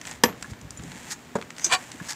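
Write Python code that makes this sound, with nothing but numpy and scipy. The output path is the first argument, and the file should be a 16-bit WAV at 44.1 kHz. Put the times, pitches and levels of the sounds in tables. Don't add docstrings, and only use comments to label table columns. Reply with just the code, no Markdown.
import sys
import numpy as np
from scipy import signal
from scipy.io import wavfile

SR = 44100
rng = np.random.default_rng(int(sys.argv[2]) if len(sys.argv) > 2 else 0)


def master_out(mix):
    frames = np.transpose(np.atleast_2d(mix))
    ceiling = np.clip(frames, -1, 1)
    pcm = np.round(ceiling * 32767).astype(np.int16)
    wavfile.write(sys.argv[1], SR, pcm)


N = 94815


def amp(db):
    return 10 ** (np.asarray(db) / 20)


def unit(x):
    return x / np.sqrt(np.mean(x ** 2) + 1e-20)


def seconds(length):
    return np.arange(int(length * SR)) / SR


def add(mix, s, sound):
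    start = max(round(s * SR), 0)
    part = mix[start:][:len(sound)]
    part += sound[:len(part)]


def curve(points):
    return amp(np.interp(np.arange(N) / SR, *np.transpose(points)))


def band(x, lo_hz, hi_hz, order=2):
    edges = [lo_hz, min(hi_hz, SR / 2 - 1)]
    return signal.sosfilt(signal.butter(order, edges, "band", fs=SR, output="sos"), x)


def colour(x, points, size=2048):
    hz, db = np.transpose(points)
    log_bins = np.log(abs(np.fft.fftfreq(size, 1 / SR)) + 1)
    log_gain = np.log(amp(np.interp(log_bins, np.log(hz), db)))
    spectrum = np.exp(np.conj(signal.hilbert(log_gain)))
    taps = np.fft.ifft(spectrum).real[:size // 2]
    return signal.fftconvolve(x, taps / np.linalg.norm(taps))[:len(x)]


def fade(t, t60):
    return np.exp(-np.log(1000) * t / t60)


def onset(rise_s):
    return np.minimum(seconds(.5) / rise_s, 1)


def ring(modes):
    t = seconds(.5)
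    out = 0
    for k, (hz, db, t60) in enumerate(modes):
        out = out + (-1) ** k * amp(db) * fade(t, t60) * np.sin(2 * np.pi * hz * t)
    return out


def blows(rows, spectrum, t60):
    out, t = np.zeros(N), seconds(.3)
    for s, db in rows:
        burst = rng.standard_normal(len(t)) * fade(t, t60)
        add(out, s, amp(db) * colour(burst, spectrum))
    return out


# [f/Hz, level/dB per Hz]
AIR = [(20, -62), (45, 1), (70, 0), (130, 3), (280, 1), (400, -4.5), (800, -8), (1700, -9.5), (3000, -16),
       (5000, -21), (7200, -21.5), (9500, -32), (15500, -28.5)]
AIR_DB, HUM_DB, HUM_HZ = -48.5, -58, 244


def air():
    wash = unit(colour(rng.standard_normal(N), AIR))
    hum = unit(band(rng.standard_normal(N), HUM_HZ - 4, HUM_HZ + 4))
    return amp(AIR_DB) * wash + amp(HUM_DB) * hum


# [t/s, level/dB]
RUMBLE_LEVEL = [(.3, -54), (.55, -51), (.68, -49.5), (.75, -49), (.85, -43), (.91, -45.5), (.99, -51),
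                (1.3, -64)]
# [f/Hz, level/dB per Hz]
RUMBLE = [(25, -26), (55, 1), (110, -1.5), (170, -2), (260, -7.5), (400, -22.5), (1500, -54)]


def shuffle():
    return curve(RUMBLE_LEVEL) * unit(colour(rng.standard_normal(N), RUMBLE))


# [t/s, level/dB]
CRUMBLE = [(0, -55), (.05, -45), (.075, -40.5), (.115, -42), (.17, -49.5), (.23, -71), (.44, -47.5),
           (.58, -61.5), (.8, -52), (.93, -46.5), (1.09, -44), (1.2, -55), (1.53, -57), (1.62, -42.5),
           (1.85, -46), (1.98, -49), (2.05, -44), (2.15, -47.5)]
# [f/Hz, level/dB per Hz]
CRUMBS = [(200, -12), (600, -1), (900, 2.5), (1250, -6), (1800, 3.5), (3200, -5), (5000, -9), (7400, -1.5),
          (9500, -13), (15500, -23.5)]
CRUMBS_PER_S, CRUMB_SPREAD_DB = 2500, 3


def crumbs():
    size = amp(CRUMB_SPREAD_DB * np.minimum(rng.exponential(1, N), 4)) * rng.choice([-1, 1], N)
    grains = size * (rng.random(N) < CRUMBS_PER_S / SR)
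    return curve(CRUMBLE) * unit(colour(grains, CRUMBS))


# [t/s, level/dB, low band/dB, middle band/dB, high band/dB]
TICKS = [(0.0138, -27, -9, -12, -4.5), (0.0525, -27, -5.5, -11, -10), (0.0698, -27.5, -9, -10, -2.5),
         (0.074, -27.5, -6, -7, -10), (0.0908, -32, -4, -20, -19), (0.112, -21, -4, -31, -9.5),
         (.1200, -29.5, -4, -8, -17), (.2970, -28.5, -2.5, -20, -23), (0.326, -31.5, -1.5, -24, -22),
         (0.4256, -18, -8, -8.5, -7.5), (0.5342, -34.5, 0.5, -13, -14), (.613, -34, -12, -11.5, -1),
         (0.7062, -24, -18, -18, -3), (0.7954, -35, -3.5, -8, -16), (.836, -35, -10, -9, -4),
         (.9170, -29.5, -4.5, -4, -9), (1.4138, -28, -1, -8, -9.5), (1.4240, -25.5, -3, -12, -14),
         (1.5046, -25.5, -3.5, -11.5, -10), (1.566, -31.5, -15, -10, -10), (1.5823, -24, -8.5, -7.5, -7),
         (1.5957, -27, -1, -10, -8), (1.665, -21, -8, -9, -2), (1.9170, -22, -19, -7.5, -9.5)]
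# [from f/Hz, to f/Hz]
TICK_BANDS = [(1000, 2520), (2500, 4700), (5500, 8050)]
TICK_DB, TICK_T60, TICK_RISE_S = -1, 0.016, 0.00043
# [f/Hz, level/dB, t60/s]
PIP = [(1076, -40, 0.054), (1435, -35, .025), (1690, -32.5, 0.048)]
PIP_S = [.444, 2.0005]


def ticks():
    out, t = np.zeros(N), seconds(0.12)
    shape = np.minimum(t / TICK_RISE_S, 1) * fade(t, TICK_T60)
    for s, db, *shares in TICKS:
        tick = 0
        for share, edges in zip(shares, TICK_BANDS):
            tick = tick + amp(share) * unit(band(rng.standard_normal(len(t)), *edges))
        add(out, s, amp(db + TICK_DB) * shape * tick)
    for s in PIP_S:
        add(out, s, onset(TICK_RISE_S) * ring(PIP))
    return out


# [t/s, level/dB]
SNAPS = [(0.2363, 2), (.2376, -0.5), (.2392, -5.5), (0.2433, -10.5), (0.246, -19)]
# [f/Hz, level/dB per Hz]
SPLINTER = [(100, -20), (300, 0), (700, -7), (1000, -3), (2800, -2), (3600, -8), (5800, -0.5), (8000, -11),
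            (11000, -17.5), (15500, -26)]
SPLINTER_DB, SPLINTER_T60 = -8, 0.018
# [f/Hz, level/dB, t60/s]
STRIP = [(165, -20, .07), (243, -10.5, .068), (312, -12, .05), (395, -15, .045), (487, -11, .06),
         (940, -8.5, .04), (1153, -14, .05), (1380, -17, .035), (1735, -6, .032), (1882, -11.5, .036),
         (2530, -18, .028), (2850, -15, .03), (5660, -16, .03), (7505, -22, .055)]
STRIP_DB, STRIP_RISE_S = -1, 0.0011
TIP_HZ, TIP_BEAT_HZ, TIP_BEAT_SHARE = 12688, 85, .3
TIP_DB, TIP_T60 = -24.5, .15


def crack():
    out, t = amp(SPLINTER_DB) * blows(SNAPS, SPLINTER, SPLINTER_T60), seconds(.5)
    main_tone = np.sin(2 * np.pi * TIP_HZ * t)
    beat_tone = TIP_BEAT_SHARE * np.sin(2 * np.pi * (TIP_HZ - TIP_BEAT_HZ) * t)
    blade = amp(TIP_DB) * fade(t, TIP_T60) * (main_tone + beat_tone)
    strip = amp(STRIP_DB) * onset(STRIP_RISE_S) * ring(STRIP)
    add(out, SNAPS[0][0], blade + strip)
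    return out


# [f/Hz, level/dB per Hz]
SETTLE = [(60, -7), (140, 2), (450, 2), (700, -1.5), (1400, -4.5), (3000, -11), (4500, -23), (7000, -15),
          (9500, -32), (15500, -34)]
SETTLE_DB, SETTLE_T60, SETTLE_PER_S = -26.5, 0.29, 1500


def settle():
    out, t = np.zeros(N), seconds(.4)
    grains = unit(rng.standard_normal(len(t)) * (rng.random(len(t)) < SETTLE_PER_S / SR))
    crackle = colour(grains * fade(t, SETTLE_T60), SETTLE)
    add(out, SNAPS[2][0], amp(SETTLE_DB) * crackle)
    return out


# [t/s, level/dB, f/Hz, time to the peak of the swell/s]
THUMPS = [(.258, -37.5, 90, 0.009), (0.294, -38, 172, 0.0083), (0.477, -42, 139.5, 0.0096),
          (0.515, -33.5, 98, 0.0068), (.625, -37.5, 109, 0.014), (0.784, -39, 120, 0.012),
          (.825, -41.5, 175, 0.017), (.950, -42.5, 120, 0.0086), (1.661, -36.5, 339, 0.0064),
          (1.723, -41.5, 136, 0.0089), (1.945, -42, 294, 0.0041), (2.011, -35.5, 177, 0.0064)]
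THUMP_SCUFF = 0.56


def thumps():
    out, t = np.zeros(N), seconds(0.38)
    for s, db, hz, peak_s in THUMPS:
        scuff = unit(band(rng.standard_normal(len(t)), hz / 2, hz * 2))
        bump = np.sin(2 * np.pi * hz * t) + THUMP_SCUFF * scuff
        swell = t / peak_s * np.exp(1 - t / peak_s)
        add(out, s, amp(db) * swell * bump)
    return out


# [t/s, level/dB]
KNOCKS = [(.2965, -13), (1.354, -2), (1.3583, 0.5), (1.3665, -9), (1.386, -9.5)]
# [f/Hz, level/dB per Hz]
THUD = [(100, -19), (500, 4), (1200, -4), (3000, -22), (8000, -25), (15000, -48)]
THUD_DB, THUD_T60 = -23.5, 0.054
# [f/Hz, level/dB, t60/s]
FRAME = [(200, -17.5, .042), (390, -25, .04), (455, -20, .055), (590, -22, .03), (930, -24, .035),
         (1645, -34, .07), (2200, -36, .025), (6855, -37, .05), (7700, -34, .025)]
FRAME_S, FRAME_DB, FRAME_RISE_S = 1.354, 2.5, 0.002


def knock():
    out = amp(THUD_DB) * blows(KNOCKS, THUD, THUD_T60)
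    add(out, FRAME_S, amp(FRAME_DB) * onset(FRAME_RISE_S) * ring(FRAME))
    return out


# [middle t/s, half length/s, level/dB]
SCRAPES = [(0.506, 0.011, -47), (1.119, 0.015, -30.5), (1.741, 0.013, -26.5), (2.072, .014, -44),
           (2.089, .003, -37), (2.096, 0.0052, -31), (2.110, 0.0074, -29.5), (2.123, 0.0034, -36),
           (2.133, 0.0022, -37)]
# [f/Hz, level/dB per Hz]
SCRAPE = [(300, -19.5), (900, -7), (1300, 0.5), (1750, 3), (2700, -5.5), (5200, 3.5), (7800, 1), (9000, -5),
          (15500, -21)]
# [f/Hz, level/dB, t60/s]
SCRAPE_MODES = [(855, 2.5, .06), (1687, 3, 0.063), (2140, -18, 0.08), (4700, 0, 0.051), (6040, -11, 0.047),
                (6600, 9.5, 0.051)]
SCRAPE_GRAINS_PER_S, SCRAPE_SPREAD_DB, SCRAPE_RING_DB = 2500, 2.5, -7.5


def scrapes():
    t = np.arange(N) / SR
    stroke = sum(amp(db) * np.exp(-((t - s) / half) ** 2) for s, half, db in SCRAPES)
    size = amp(SCRAPE_SPREAD_DB * np.minimum(rng.exponential(1, N), 3)) * rng.choice([-1, 1], N)
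    grains = stroke * unit(size * (rng.random(N) < SCRAPE_GRAINS_PER_S / SR))
    body = ring(SCRAPE_MODES)
    ringing = signal.fftconvolve(grains, body / np.linalg.norm(body))[:N]
    return colour(grains, SCRAPE) + amp(SCRAPE_RING_DB) * ringing


# [f/Hz, level/dB, t60/s]
TING = [(5760, -45, 0.046), (7080, -33, 0.045), (10300, -46, 0.047)]
TING_S = .7735
SLIDE_S, SLIDE_HALF_S, SLIDE_DB = 1.655, 0.048, -40
# [t/s, level/dB]
CLINKS = [(1.585, -26), (1.6428, 5)]
# [f/Hz, level/dB, t60/s]
BLADE = [(1577, -43, .12), (2370, -42, .15), (3548, -42, .09), (4990, -29, .09), (5750, -27, .05),
         (5880, -28, .07), (5980, -27, .1), (6193, -21.5, .105), (6453, -20, .07), (6803, -25, .07),
         (7770, -28, .06), (8400, -30, .075)]
CLINK_RISE_S, CLINK_DB = .003, 0
# [f/Hz, level/dB per Hz]
CHATTER = [(1000, -17), (4300, -15), (5200, -1), (6300, -1), (8300, -8), (9500, -23), (11700, -20),
           (15500, -30)]
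CHATTER_DB, CHATTER_T60 = -25, .08


def clinks():
    t, steel = seconds(.5), ring(BLADE)
    slide = np.exp(-((np.arange(N) / SR - SLIDE_S) / SLIDE_HALF_S) ** 2)
    singing = unit(signal.fftconvolve(rng.standard_normal(N), steel)[:N])
    out = amp(SLIDE_DB) * slide * singing
    for s, db in CLINKS:
        chatter = colour(rng.standard_normal(len(t)) * fade(t, CHATTER_T60), CHATTER)
        clink = amp(CLINK_DB) * steel + amp(CHATTER_DB) * chatter
        add(out, s, amp(db) * onset(CLINK_RISE_S) * clink)
    add(out, TING_S, ring(TING))
    return out


# [t/s, level/dB]
PUSH = [(1.69, -29.5), (1.709, -18.5), (1.715, -9.5), (1.72, -12.5), (1.723, -4.5), (1.734, -6),
        (1.744, -8.5), (1.755, -11), (1.761, -16.5), (1.771, -53)]
SLIPS_PER_S = 620
SLIP_JITTER, SLIP_SPREAD_DB = .5, 3.5
# [f/Hz, level/dB per Hz]
SLIP = [(100, -36), (450, -6), (800, -0.5), (2000, -2.5), (4600, -6), (5600, -10.5), (7800, -4.5),
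        (9000, -16), (12000, -27), (15500, -47)]
SLIP_DB, SLIP_GRIT_DB, SLIP_T60 = -1, -30, .0015
# [t/s, level/dB]
TEARS = [(1.7136, -8), (1.7158, -7), (1.7226, -0.5), (1.7238, -2.5), (1.7283, -1.5), (1.7297, -2),
         (1.7346, -2.5), (1.7366, -7)]
TEAR_DB, TEAR_RING_DB = -2.5, -3
# [f/Hz, level/dB]
WEDGED = [(420, -38), (720, -25.5), (768, -26), (1000, -24), (1112, -22), (1432, -30), (1570, -32),
          (1750, -30), (1828, -25), (2345, -24), (2463, -26), (2894, -27), (3032, -31), (3230, -29),
          (3497, -31), (3886, -30), (4095, -30), (4598, -27), (6680, -37), (7410, -35), (8110, -35)]
WEDGED_DB, WEDGED_T60 = 1.5, .048


def rasp():
    times, db = np.transpose(PUSH)
    force = amp(np.interp(np.arange(N) / SR, times, db, left=-120, right=-120))
    gap, size = rng.standard_normal((200, 2)).T
    at = times[0] + np.cumsum(np.exp(SLIP_JITTER * gap)) / SLIPS_PER_S
    slips, tears = np.zeros((2, N))
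    slips[np.minimum((at * SR).astype(int), N - 1)] = amp(SLIP_SPREAD_DB * np.minimum(size, 1))
    for s, tear_db in TEARS:
        add(tears, s, amp([tear_db]))

    puff = fade(seconds(.02), SLIP_T60)
    puffs = signal.fftconvolve(slips, puff / np.linalg.norm(puff))[:N]
    crunch = (puffs + amp(SLIP_GRIT_DB)) * rng.standard_normal(N)
    clicks = colour(amp(SLIP_DB) * force * crunch + amp(TEAR_DB) * tears, SLIP)

    strip = ring([(hz, mode_db, WEDGED_T60) for hz, mode_db in WEDGED])
    body = signal.fftconvolve(force * slips + amp(TEAR_RING_DB) * tears, strip)[:N]
    return clicks + amp(WEDGED_DB) * body


# [f/Hz, level/dB, t60/s]
YARD = [(147, -30, 0.3), (386, -29.5, 0.25), (1030, -31, 0.25), (2450, -27.5, 0.08), (6450, -22.5, 0.086),
        (12900, -32, 0.12)]


def yard(x, rise_s=0.014):
    t, tail = seconds(.5), 0
    for hz, db, t60 in YARD:
        noise = band(rng.standard_normal(len(t)), hz / 1.74, hz * 1.59)
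        part = noise * fade(t, t60) * np.minimum(t / rise_s, 1)
        tail = tail + amp(db) * part / np.linalg.norm(part)
    return signal.fftconvolve(x, tail)[:N]


def scene():
    work = ticks() + crack() + settle() + knock() + scrapes() + clinks() + rasp()
    return (air() + shuffle() + crumbs() + thumps() + work + yard(work))[None]


CEILING, LOW_CUT_HZ, EDGE_HZ = .95, 49, 15600


def record(dry):
    rounded = CEILING * np.tanh(dry / CEILING)
    low_cut = signal.butter(2, LOW_CUT_HZ, "high", fs=SR, output="sos")
    thinned = signal.sosfilt(low_cut, rounded)
    treble_cut = signal.firwin(511, EDGE_HZ, window=("kaiser", 9), fs=SR)
    return signal.oaconvolve(thinned, treble_cut[None], "same")


dry = scene()
out = record(dry)
master_out(out)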